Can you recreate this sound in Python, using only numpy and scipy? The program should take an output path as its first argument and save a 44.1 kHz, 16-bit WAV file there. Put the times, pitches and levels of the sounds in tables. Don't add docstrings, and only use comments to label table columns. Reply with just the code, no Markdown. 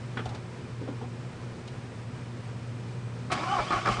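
import sys
import numpy as np
from scipy import signal
from scipy.fft import rfft, irfft
from scipy.io import wavfile

SR = 44100
rng = np.random.default_rng(int(sys.argv[2]) if len(sys.argv) > 2 else 0)


def persist_wave(psi):
    counts = np.round(np.clip(psi, -1, 1) * 32767).astype(np.int16)
    wavfile.write(sys.argv[1], SR, np.atleast_2d(counts).T)


N = 176400
T = np.arange(N) / SR

# freq_hz, gain_db
AIR_COLOUR = [(20, -8.5), (45, -2), (70, 0), (90, 6.5), (140, 6), (200, 7.5), (290, 1), (450, 2.5),
              (700, -5.5), (1300, -7.5), (2400, -12.5), (2900, -16), (5000, -20), (6500, -24),
              (8000, -25.5), (10000, -31.5)]
# time_s, level_db
HUM_LEVEL = [(0.0, -40.5), (0.18, -37), (0.71, -47), (0.73, -38.5), (1.29, -39.5), (1.31, -55), (1.48, -36),
             (1.54, -48.5), (1.57, -42.5), (3.03, -38), (3.05, -35.5), (3.43, -44.5), (3.45, -40.5),
             (3.73, -46), (3.77, -37), (3.81, -43), (3.89, -33), (4.0, -41)]
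# pitch_hz, level_db, width_hz
YARD_TONES = [(115.2, -54.5, 14), (87.2, -57.5, 6.1), (104, -55, 5.8), (134.2, -50, 3.6),
              (177.4, -54, 11.7), (239.4, -52, 14.6), (360.8, -59, 7.8), (973, -65.5, 22), (2436, -69, 40),
              (2990, -74, 19), (5310, -77.5, 27), (8070, -75.5, 79)]

# start_s, boom_db, thud_db, panel_db, latch_db, t60_s
CLUNKS = [(0.171, -60, -38, -43.5, -30, 0.13), (0.192, -62, -34.5, -50, -38, 0.084),
          (0.258, -42, -42.5, -37.5, -53, 0.17), (0.292, -59, -53, -47, -63, 0.51),
          (0.347, -55, -45, -48, -47, 0.13), (0.811, -63, -32.5, -51, -63, 0.2),
          (0.875, -56, -41, -41, -48, 0.13), (0.885, -54, -29, -56, -58, 0.16),
          (1.013, -56, -39, -41.5, -63, 0.082), (1.022, -56, -36, -42.5, -62, 0.15)]
# freq_hz, gain_db
BOOM_COLOUR = [(25, -17), (55, 1), (90, 7), (200, -20), (1000, -59)]
THUD_COLOUR = [(60, -22), (150, -15.5), (250, 3.5), (330, -3.5), (440, -4.5), (650, -21.5), (2000, -44),
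               (9000, -64)]
PANEL_COLOUR = [(200, -10), (450, -2), (780, 8), (1050, -2), (1500, -14), (4000, -28), (9000, -52)]
LATCH_COLOUR = [(400, -12), (900, -8), (1350, 0), (2000, -9), (2700, -13.5), (3300, -11), (4200, -27),
                (9000, -47)]
# start_s, level_db
TICKS = [(0.255, -42.5), (0.29, -46), (0.347, -44.5), (1.668, -63), (1.676, -44.5)]
# freq_hz, gain_db
TICK_COLOUR = [(1000, -8), (3500, 5), (7000, -7), (10000, -15)]
# pitch_hz, level_db, t60_s
BODY_MODES = [(85, -34, .08), (630, -41, .16), (745, -32, .08)]

# time_s, level_db
HISS_LEVEL = [(3.30, -72), (3.33, -42), (3.42, -45), (3.58, -43), (3.65, -43.5), (3.69, -46.5),
              (3.735, -42), (3.79, -42.5), (3.845, -45.5), (3.865, -42.5), (3.93, -38), (3.975, -43.5),
              (4.0, -47)]
# freq_hz, gain_db
HISS_COLOUR = [(1000, -23), (2200, 8), (3200, 2), (4000, -3.5), (4900, 0.5), (6500, -7), (8000, -9.5),
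               (10000, -19)]
# freq_hz, gain_db
SOLENOID_COLOUR = [(80, -15), (175, 8), (260, 0), (340, 2), (600, -5), (1300, 1), (2500, -1), (4000, -7),
                   (6000, -11), (10000, -17)]
# centre_s, thud_db, puff_db
STROKES = [(3.598, -33, -41), (3.756, -42, -42), (3.862, -36, -55), (3.888, -30.5, -48), (3.91, -37, -40),
           (3.993, -34, -42)]
# freq_hz, gain_db
STROKE_COLOUR = [(30, -15), (70, -7), (120, -26), (195, 9.5), (270, -15), (350, -1.5), (600, -4),
                 (1200, -54)]

# freq_hz, gain_db
CASING_COLOUR = [(100, -19), (190, -8), (280, -17), (350, -1.5), (470, -17.5), (700, -1.5), (830, -8),
                 (910, -18), (1030, -11.5), (1110, 3), (1300, -1.5), (1500, -6.5), (1950, -16), (2300, -10),
                 (2800, -32), (4000, -20), (10000, -56)]
# pitch_hz, relative_db, t60_s
CASING_MODES = [(740, -0.5, 0.12), (847, 2, 0.12), (970, -9, 0.23), (1110, -8.5, 0.28), (1131, 11.5, 0.082),
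                (1223, -7, 0.09), (1300, -6, 0.14), (1320, -5, 0.12), (1687, 1.5, 0.08), (1870, -14, 0.11),
                (2240, -9, 0.037), (3080, -11, .09)]
# time_s, drive_db
RATTLE_DRIVE = [(3.30, -41), (3.312, -30.5), (3.35, -32), (3.375, -35.5), (3.44, -36), (3.51, -38),
                (3.60, -29), (3.635, -39), (3.698, -41.5), (3.707, -29.5), (3.74, -39.5), (3.77, -32),
                (3.81, -36.5), (3.848, -43), (3.857, -25.5), (3.895, -37.5), (3.92, -34), (3.975, -35.5),
                (4.0, -35)]
# start_s, relative_db
KNOCKS = [(3.306, -5), (3.32, -2.5), (3.332, -3.5), (3.433, -1), (3.588, -6), (3.602, -11), (3.705, 2.5),
          (3.721, 2.5), (3.729, 2), (3.738, -10), (3.758, -5), (3.773, -6), (3.856, 5), (3.872, 8),
          (3.886, 0), (3.904, -12), (3.922, -5), (3.994, 3)]

# time_s, pitch_hz
STARTER_SPEED = [(3.32, 130), (3.38, 262), (3.405, 308), (3.44, 335), (3.485, 363), (3.52, 382),
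                 (3.548, 383), (3.58, 352), (3.615, 280), (3.65, 315), (3.672, 372), (3.698, 440),
                 (3.74, 412), (3.785, 345), (3.805, 385), (3.847, 455), (3.895, 410), (3.93, 355),
                 (4.0, 450)]
# speed_multiple, relative_db
GEAR_ORDERS = [(1, -13), (1.92, -7), (2.09, 0), (2.2, -9), (2.9, 0.5), (3.04, 2), (3.3, -8), (3.6, -14.5),
               (4.08, -7)]
# time_s, level_db
GEAR_LEVEL = [(3.32, -57), (3.39, -39), (3.455, -40), (3.49, -31), (3.525, -28.5), (3.57, -29), (3.61, -33),
              (3.64, -44), (3.695, -47), (3.71, -32), (3.74, -26.5), (3.755, -36), (3.785, -34.5),
              (3.82, -54), (3.88, -28), (3.94, -42), (4.0, -52)]
# speed_multiple, relative_db
WHISTLE_ORDERS = [(7, -51), (8, -44), (12, -51), (16, -51)]
# time_s, gain_db
WHISTLE_GAIN = [(3.32, -5), (3.42, -1), (3.52, -5), (3.57, -8), (3.63, -3), (3.69, -3), (3.73, -10),
                (3.81, -7), (3.85, -12), (4.0, -10)]
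# freq_hz, gain_db
HOUSING_RESPONSE = [(1900, -26), (2300, 6.5), (2600, -20), (3080, 7), (3400, 1.5), (3700, 6), (4100, -17),
                    (4600, 1), (5400, -17), (6050, 2), (7000, -15)]


def amp(db):
    return 10 ** (np.asarray(db) / 20)


def unit(x):
    return x / np.sqrt(np.mean(x ** 2) + 1e-20)


def level(points):
    return amp(np.interp(T, *np.transpose(points), left=-200))


def drift(rate_hz):
    freq_hz = np.fft.rfftfreq(N, 1 / SR)
    return unit(irfft(rfft(rng.standard_normal(N)) * np.exp(-(freq_hz / rate_hz) ** 2), N))


def convolve(x, taps):
    return signal.oaconvolve(x, taps / np.linalg.norm(taps))[:N]


def colour(x, points):
    hz, db = np.transpose(points)
    bins_hz = abs(np.fft.fftfreq(4096, 1 / SR))
    log_gain = np.log(amp(np.interp(np.log(bins_hz + 1), np.log(hz), db)))
    taps = np.fft.ifft(np.exp(np.conj(signal.hilbert(log_gain)))).real
    return convolve(x, taps[:len(taps) // 2])


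def burst(start_s, t60_s, hold_s=0, rise_s=0.00087):
    rise = np.clip((T - start_s) / rise_s, 0, 1)
    return rise * amp(-60 * np.maximum(T - start_s - hold_s, 0) / t60_s)


def noise(envelope, points):
    return colour(envelope * rng.standard_normal(N), points)


def yard(hum_hz=119.2, air_db=-44):
    pitch_hz = hum_hz * (1 + 0.0157 * drift(9.6))
    hum = np.sqrt(2) * level(HUM_LEVEL) * np.sin(2 * np.pi * np.cumsum(pitch_hz) / SR)
    tones = np.zeros(N)
    for hz, db, width_hz in YARD_TONES:
        phase = 2 * np.pi * hz * T
        tones += amp(db) * (drift(width_hz) * np.cos(phase) + drift(width_hz) * np.sin(phase))
    return hum + tones + noise(amp(air_db + 0.5 * drift(9.8)), AIR_COLOUR)


def clunks():
    out = noise(sum(amp(db) * burst(s, t60_s=0.09) for s, db in TICKS), TICK_COLOUR)
    for k, shape in enumerate([BOOM_COLOUR, THUD_COLOUR, PANEL_COLOUR, LATCH_COLOUR]):
        envelope = sum(amp(parts_db[k]) * burst(s, t60_s) for s, *parts_db, t60_s in CLUNKS)
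        out += noise(envelope, shape)
    return out


def body_ring(start_s=0.259):
    return sum(amp(db) * burst(start_s, t60_s, rise_s=1 / hz) * np.sin(2 * np.pi * hz * (T - start_s))
               for hz, db, t60_s in BODY_MODES)


def hiss():
    return noise(level(HISS_LEVEL), HISS_COLOUR)


def solenoid(start_s=3.317, level_db=-28.3):
    return noise(amp(level_db) * burst(start_s, t60_s=0.065, hold_s=0.014), SOLENOID_COLOUR)


def compressions(thud_sigma_s=0.01, puff_hz=55, puff_sigma_s=0.013, puff_lag_s=0.006):
    thuds, puffs = np.zeros((2, N))
    for centre_s, thud_db, puff_db in STROKES:
        thuds += amp(thud_db) * np.exp(-((T - centre_s) / thud_sigma_s) ** 2 / 2)
        t = T - centre_s - puff_lag_s
        puffs += amp(puff_db) * np.exp(-(t / puff_sigma_s) ** 2 / 2) * np.sin(2 * np.pi * puff_hz * t)
    return noise(thuds, STROKE_COLOUR) + np.sqrt(2) * puffs


def casing(force, ring_db=-3.5):
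    t = T[:SR // 4]
    ring = sum(amp(db - 60 * t / t60_s) * np.sin(2 * np.pi * hz * t) for hz, db, t60_s in CASING_MODES)
    return colour(force, CASING_COLOUR) + amp(ring_db) * convolve(force, ring)


def clatter(teeth_per_s=870, spread_db=4.5, knock_db=-27.5, edge_db=-42):
    impacts = (rng.random(N) < teeth_per_s / SR) * rng.choice([-1, 1], N)
    teeth = unit(impacts * amp(spread_db * np.clip(rng.standard_normal(N), -2, 2)))
    rattle = level(RATTLE_DRIVE) * (0.56 * teeth + 0.38 * rng.standard_normal(N))
    knocks = sum(amp(db + knock_db) * burst(s, t60_s=0.054, rise_s=0.0035) for s, db in KNOCKS)
    edges = sum(amp(db + edge_db) * burst(s, t60_s=0.04) for s, db in KNOCKS)
    return casing(rattle + knocks * rng.standard_normal(N)) + noise(edges, HISS_COLOUR)


def echoes(x, level_db=-4.5, t60_s=0.15, taps_per_s=2000, gap_s=0.004):
    t = T[:SR // 3]
    taps = rng.standard_normal(len(t)) * (rng.random(len(t)) < taps_per_s / SR)
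    decay = (t > gap_s) * amp(-60 * t / t60_s)
    return x + amp(level_db) * convolve(x, taps * decay)


def starter(flutter_db=3.5, groan_db=-32.5):
    speed_hz = np.interp(T, *np.transpose(STARTER_SPEED))

    def partial(order, waver):
        flutter = amp(flutter_db * np.clip(drift(rate_hz=70), -2, 2))
        pitch_hz = order * speed_hz * (1 + waver * drift(rate_hz=91.3))
        return flutter * np.sin(2 * np.pi * np.cumsum(pitch_hz) / SR)

    gears = sum(amp(db) * partial(order, waver=0.021) for order, db in GEAR_ORDERS)
    whistle = np.zeros(N)
    for order, db in WHISTLE_ORDERS:
        housing_db = np.interp(order * speed_hz, *np.transpose(HOUSING_RESPONSE))
        whistle += amp(db + housing_db) * partial(order, waver=0.014)
    groan = amp(groan_db) * burst(STARTER_SPEED[0][0], t60_s=0.59) * partial(1, waver=0.117)
    return groan + level(GEAR_LEVEL) * unit(gears) + level(WHISTLE_GAIN) * whistle


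def scene():
    cranking = echoes(starter()) + clatter() + hiss() + compressions() + solenoid()
    return (cranking + clunks() + body_ring() + yard())[None]


def record(dry):
    cutoff_hz = 10080
    taps = signal.firwin(801, cutoff_hz, window=("kaiser", 9), fs=SR)
    return signal.oaconvolve(dry, taps[None], "same")


dry = scene()
out = record(dry)
persist_wave(out)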